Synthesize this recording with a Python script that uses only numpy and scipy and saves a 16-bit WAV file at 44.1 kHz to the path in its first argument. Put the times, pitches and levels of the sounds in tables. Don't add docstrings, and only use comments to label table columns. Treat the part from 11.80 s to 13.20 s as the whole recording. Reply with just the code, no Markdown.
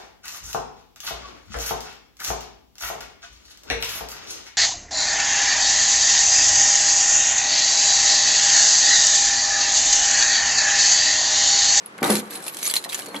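import sys
import numpy as np
from scipy import signal
from scipy.fft import rfft, irfft, next_fast_len
from scipy.io import wavfile
from scipy.ndimage import map_coordinates

SR = 44100
rng = np.random.default_rng(int(sys.argv[2]) if len(sys.argv) > 2 else 0)


def linear_from_db(decibels):
    return 10 ** (np.asarray(decibels, float) / 20)


def dump_mix(stems):
    frames = np.atleast_2d(stems).T
    limited = np.clip(frames, -1, 1)
    pcm = np.round(limited * 32767).astype(np.int16)
    wavfile.write(sys.argv[1], SR, pcm)


N = 61740

# frequency in Hz, density in dB per Hz.
CONTACT_NOISE = [(410, -11.5), (700, -12), (1380, -10), (4110, -3), (6270, -7.5), (9540, -4), (11900, -1.5),
                 (13500, -17.5)]
CRACK_T60_S = 0.011


def unit(x):
    return x / np.sqrt(np.mean(x ** 2) + 1e-20)


def along(points, hz):
    f, v = np.transpose(points)
    return np.interp(np.log(hz + 1), np.log(f + 1), v)


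def curve(rows):
    return np.interp(np.arange(N) / SR, *np.transpose(rows))


def filtered(x, response):
    m = next_fast_len(N + SR // 2)
    return irfft(rfft(x, m) * response(np.fft.rfftfreq(m, 1 / SR)), m)[..., :N]


def add(track, s, sound):
    part = track[..., round(s * SR):][..., :sound.shape[-1]]
    part += sound[..., :part.shape[-1]]


def ring(hz, t60, t):
    return linear_from_db(-60 * t / t60) * np.sin(2 * np.pi * hz * t)


def sparks(per_s, spread_db):
    chance, sign, size = rng.random((3, N))
    return (chance < per_s / SR) * np.sign(sign - .5) * linear_from_db(-spread_db * np.log(size + 0.0024))


def flutter(t):
    return map_coordinates(rng.standard_normal(SR // 50), [t * 150])


def night():
    # frequency in Hz, density in dB per Hz.
    air_colour = [(15, -78), (25, -15.5), (200, 0), (386, -2.5), (464, -0.5), (620, -7), (1080, -5),
                  (10400, -31), (13500, -57)]
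    # frequency in Hz, left-right likeness from 0 to 1.
    likeness = [(100, 0.09), (500, 0.067), (2000, 0.041)]
    level_db = -47.5

    def mid_side(hz):
        turn = np.arccos(np.clip(along(likeness, hz), -1, 1)) / 2
        return linear_from_db(along(air_colour, hz)) * [np.cos(turn), np.sin(turn)]

    mid, side = filtered(rng.standard_normal((2, N)), mid_side)
    return linear_from_db(level_db) * np.array([mid + side, mid - side]) / np.std(mid)


def porch(x):
    # frequency in Hz, decay time t60 in seconds.
    decay = [(200, 0.3), (2000, 0.092), (10000, 0.065)]
    out, step = np.zeros((2, N)), SR // 10
    for i in range(0, N, step):
        hz, t, z = signal.stft(rng.standard_normal((2, SR // 5)), SR, nperseg=64)
        fading = z * linear_from_db(-60 * t / along(decay, hz)[:, None])
        tail = signal.istft(fading, SR, nperseg=64)[1]
        tail = tail / np.linalg.norm(tail[0])
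        add(out, i / SR + .001, signal.fftconvolve(x[None, i:i + step], tail, axes=1))
    return out


def door():
    # time in seconds, level in dB.
    push = [(0, -71), (.17, -44.5), (.22, -36), (.23, -16), (.275, -21), (.305, -16.5), (.385, -34),
            (.43, -37.5), (.48, -39.5), (.56, -34), (.62, -40.5), (.68, -38), (.72, -44.5), (1.04, -45),
            (1.2, -41), (1.33, -37), (1.35, -28), (1.4, -38)]
    # start in seconds, peak in dB, pitch in Hz.
    knocks = [(0.22, -8, 240), (0.31, -13.5, 400), (0.305, -5.5, 210), (0.34, -19, 213),
              (0.338, -15.5, 205), (0.52, -28, 191), (0.3, -10, 307), (.3, -8, 474), (.298, -9, 390),
              (.33, -13.5, 369), (.35, -13.5, 310), (1.28, -26, 460), (0.39, -16.5, 226), (.43, -22, 203),
              (1.346, -48, 214), (1.356, -33.5, 354)]
    # start in seconds, peak in dB, pitch in Hz.
    pats = [(.935, -33, 946), (.963, -27.5, 825), (1.0585, -23, 690), (1.066, -26.5, 950),
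            (1.077, -33, 586), (1.087, -38, 860), (1.182, -30, 755), (1.191, -26, 770), (1.2866, -34, 490),
            (1.29, -32, 855), (1.344, -24.5, 734), (.668, -26, 716), (.1865, -23, 1700), (.188, -26, 2300),
            (.193, -34, 1200)]
    mode_hz = [214, 291, 358, 390, 474, 542, 694, 780, 893, 1158, 1507]
    # width in Hz, level in dB.
    modes = [(11.1, 6.5), (15.7, 5), (20.4, 5), (15.5, -6), (24.4, 3.5), (13, -2), (30.4, -4), (23.7, 1.5),
             (26, -1.5), (30.2, -4.5), (30, -4.5)]
    # frequency in Hz, level in dB.
    wood_body = [(80, -4.5), (170, 3.5), (400, -1), (1200, -1), (2000, -5), (3200, -15.5), (6000, -48)]
    slips_per_s, slip_spread_db, grind_db = 2000, 2.5, -5.5
    body_db, knock_db, contact_s = -5, -13, .0012
    knock_cycles, pat_cycles = 35, 7.8

    def panel(f):
        response = linear_from_db(body_db)
        for c, (w, db) in zip(mode_hz, modes):
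            response = response + linear_from_db(db) * 1j * f * w / (c * c - f * f + 1j * f * w)
        return linear_from_db(along(wood_body, f)) * response

    slips, t = sparks(slips_per_s, slip_spread_db), np.arange(SR // 5) / SR
    blows, thuds = np.zeros((2, N))
    for s, db, hz in knocks:
        add(blows, s, linear_from_db(db + knock_db + 8.5) * np.hanning(round(contact_s * SR)))
        add(thuds, s, linear_from_db(db - 9.5) * ring(hz, knock_cycles / hz, t))
    for s, db, hz in pats:
        add(thuds, s, linear_from_db(db) * ring(hz, pat_cycles / hz, t))
    grind = slips * linear_from_db(curve(push) + grind_db) / np.std(filtered(slips, panel))
    return filtered(grind + blows, panel) + filtered(thuds, lambda f: (1j * f / (170 + 1j * f)) ** 2)


def rattle():
    # time in seconds, level in dB.
    shaking = [(0, -70), (.22, -77), (.23, -39), (.29, -36), (.33, -31.5), (.39, -37), (.42, -53.5),
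               (.49, -61.5), (.53, -41), (.61, -54.5), (.68, -40.5), (.71, -55.5), (.827, -42), (.831, -38),
               (.92, -36), (.93, -48), (.975, -33), (.992, -50.5)]
    # time in seconds, level in dB.
    swinging = [
        (1.0, -48),
        (1.035, -53.5),
        (1.045, -54),
        (1.08, -62),
        (1.1, -43),
        (1.15, -50.5),
        (1.2, -44),
        (1.32, -60.5),
        (1.35, -51.5),
        (1.4, -53),
    ]
    # frequency in Hz, level in dB.
    key_modes = [(2290, 6), (3300, -10), (4150, 6.5), (6200, 3.5), (6900, 5), (7750, 7.5), (9500, 6.5),
                 (10050, 12.5), (11350, 6), (11750, -6)]
    ticks_per_s, tick_spread_db, tick_t60_s = 1200, 3.5, .014
    ticks_db, scrape_db = 2.5, 5
    t = np.arange(SR // 20) / SR
    ticks = np.zeros(N)
    for hz, db in key_modes:
        struck = sparks(ticks_per_s / 3, tick_spread_db)
        ticks += linear_from_db(db) * signal.fftconvolve(struck, ring(hz, tick_t60_s, t))[:N]
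    catches = sparks(ticks_per_s, tick_spread_db)
    grit = np.abs(signal.fftconvolve(catches, linear_from_db(-60 * t / CRACK_T60_S))[:N])
    hiss = rng.standard_normal((2, N)) + 0.84 * rng.standard_normal(N)
    scrape = filtered((.5 + unit(grit)) * hiss, lambda hz: linear_from_db(along([(100, -66)] + CONTACT_NOISE, hz)))
    motion = linear_from_db(curve(shaking + swinging[1:]))
    return motion * (linear_from_db(ticks_db) * unit(ticks) + linear_from_db(scrape_db) * unit(scrape))


def squeak():
    # time in seconds, pitch in Hz, level in dB.
    glide = [
        (1.264, 4380, -66),
        (1.271, 4362, -49),
        (1.3, 4320, -50),
        (1.312, 4285, -45),
        (1.33, 4235, -52),
        (1.345, 4230, -70),
    ]
    s, hz, db = np.transpose(glide)
    t = np.arange(N) / SR
    level = linear_from_db(np.interp(t, s, db, -120, -120) + 3.2 * flutter(t))
    return level * np.sin(2 * np.pi * np.cumsum(np.interp(t, s, hz)) / SR)


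def chimes():
    # start in seconds, pitch in Hz, level in dB, decay time t60 in seconds.
    free_keys = [(.061, 10340, -79, 0.25), (.354, 6870, -33, 0.16), (0.508, 11600, -32, 0.034),
                 (0.554, 9750, -27.5, 0.059), (0.67, 11730, -34.5, 0.27), (0.724, 11750, -34.5, .08),
                 (.8295, 6200, -29, .12), (.8295, 6870, -29, .08), (.8295, 11350, -24, .2),
                 (0.831, 10020, -27, 0.13), (0.865, 6850, -20, 0.06), (0.966, 4170, -48, 0.054),
                 (0.955, 7100, -27, 0.12), (0.973, 4180, -26.5, 0.023), (1.348, 3400, -46, .04),
                 (1.152, 4200, -33, 0.03)]
    flutter_db = 3
    out, t = np.zeros(N), np.arange(SR // 3) / SR
    for s, hz, db, t60 in free_keys:
        add(out, s, linear_from_db(db + flutter_db * flutter(t)) * ring(hz, t60, t))
    return out


def spikes():
    # start in seconds, peak in dB.
    edge_knocks = [(.2425, -8), (.3548, -7), (.8293, -10), (.8545, -14), (.9394, -6), (.9557, -14),
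                   (1.0405, -20), (1.1455, -13), (.6806, -19), (.1803, -30), (1.1235, -20)]
    pulse_hz, pulse_t60_s = 3480, .0012
    out, t = np.zeros(N), np.arange(SR // 200) / SR
    for s, db in edge_knocks:
        add(out, s, linear_from_db(db - 2) * ring(pulse_hz, pulse_t60_s, t))
    return out


def hits():
    # start in seconds, peak in dB, ring in Hz, crack over ring in dB. Loose contacts
    loose_contacts = [(0.06, -15.5, 10620, -14.5), (0.185, -48, 2060, -8.5), (0.207, -53, 1680, 25),
                      (0.2287, -14, 2340, 5.5), (0.2417, -14.5, 3690, 6.5), (0.3025, -5, 9930, 1),
                      (0.3226, -6.5, 9340, -3), (0.3534, -9.5, 10370, 3.5), (0.507, -20, 11470, 0.5),
                      (0.5194, -29, 1630, -8), (0.5539, -20, 10700, 2), (0.6019, -31.5, 1720, 5),
                      (0.625, -27, 9300, 4), (0.6397, -19, 8080, -7), (0.6656, -23.5, 11200, 7.5),
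                      (0.6799, -12, 10100, -15), (0.7449, -23, 9450, 5.5), (0.7691, -17.5, 9460, 3.5),
                      (0.7882, -28.5, 10400, 11.5),
                      (0.854, -12, 6120, 4), (0.8639, -10.5, 6780, 2), (0.8781, -5.5, 9920, -17),
               (0.9008, -8.5, 7770, -5.5), (0.9108, -6, 10890, -10), (0.9451, -13, 9360, -17),
               (0.9554, -12.5, 7120, 6), (1.0404, -27.5, 4050, 15), (1.0915, -29, 3690, 12.5),
               (1.1235, -19.5, 3236, 2), (1.1288, -18, 2660, 8), (1.1448, -11, 6960, 3.5),
               (1.1535, -49, 3950, 0), (1.1758, -34.5, 9150, 16), (1.1907, -23.5, 1650, 11.5),
               (1.2216, -28.5, 2980, 2), (1.2594, -26.5, 7140, 7.5), (1.2852, -26, 10470, 0),
               (1.3615, -17, 3330, -7)]
    single_contacts = [
        (.1797, -36, 2900, 10),
        (.6806, -24, 2700, 11),
        (.8291, -18, 6800, 9),
        (1.3445, -24, 2200, 0),
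                       (.9385, -5, 9400, 4.5), (0.9396, -15.5, 3250, -9), (0.9551, -21.5, 4020, 2),
              (0.9657, -2.5, 4130, -3), (0.898, -16, 4640, 4), (0.901, -13.5, 4460, -20),
              (.913, -17, 3360, 0), (.8745, -8, 9260, 1), (1.045, -19.5, 4100, -12),
              (1.049, -21.5, 1920, 4.5), (1.096, -20.5, 3820, 3.5), (1.1455, -15, 5900, -12),
              (1.3445, -23.5, 3340, -7), (1.354, -24, 2860, 3), (1.3654, -22.5, 4150, 0)]
    rise_s, ring_t60_s, ring_blur = 0.00056, 0.017, .02
    bounce_s, bounce_db = 0.0029, -2
    rings, cracks, t = np.zeros(N), np.zeros((2, N)), np.arange(SR // 10) / SR
    rise = 1 - np.exp(-t / rise_s)

    def crack(s, db):
        noise = rng.standard_normal((3, len(t)))
        both_sides = noise[0] + 0.62 * noise[1:]
        add(cracks, s, linear_from_db(db - 6.0 - 60 * t / CRACK_T60_S) * rise * both_sides)

    for bounces, contacts in (True, loose_contacts), (False, single_contacts):
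        for s, db, hz, crack_db in contacts:
            near = hz * (1 + ring_blur * rng.standard_normal(3) * [0, 1, 1])
            add(rings, s, linear_from_db(db - 11) * rise * sum(ring(f, ring_t60_s, t) for f in near))
            crack(s, db + crack_db)
            if bounces:
                crack(s + bounce_s * rng.uniform(0.36, 2.5), db + crack_db + bounce_db)
    return rings + filtered(cracks, lambda hz: linear_from_db(along([(100, -62)] + CONTACT_NOISE, hz) + 5.5))


def scene():
    key_wet_db, door_wet_db = -4.5, -5
    keys_pan_db, door_pan_db = -1, 1.5
    right_leads_s = 2.4e-5
    air, wood = night(), door()
    metal = rattle() + squeak() + chimes() + hits() + spikes()
    lag = lambda hz: np.exp(np.array([[-1j], [1j]]) * np.pi * hz * right_leads_s)
    keys = filtered(metal, lag) + porch(linear_from_db(key_wet_db) * metal.mean(0))
    panel = wood + porch(linear_from_db(door_wet_db) * wood)
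    keys = keys * linear_from_db([[keys_pan_db / 2], [-keys_pan_db / 2]])
    return keys + panel * linear_from_db([[door_pan_db], [0]]) + air


def roll_off(x):
    return signal.sosfilt(signal.butter(12, 14210, fs=SR, output="sos"), x)


def record(dry):
    # frequency in Hz, level in dB.
    ports = [(60, 1), (180, -13), (350, -9), (700, -1), (1400, 5.5), (2800, 3), (6000, 1), (12000, -1)]
    low_hz, top_hz = 126, 13100
    mid = dry.mean(0)
    side = filtered((dry[0] - dry[1]) / 2, lambda hz: linear_from_db(along(ports, hz)))
    band = lambda hz: (1j * hz / (low_hz + 1j * hz)) ** 2 / (1 + (hz / top_hz) ** 90)
    return roll_off(filtered(np.array([mid + side, mid - side]), band))


dry = scene()
out = record(dry)
dump_mix(out)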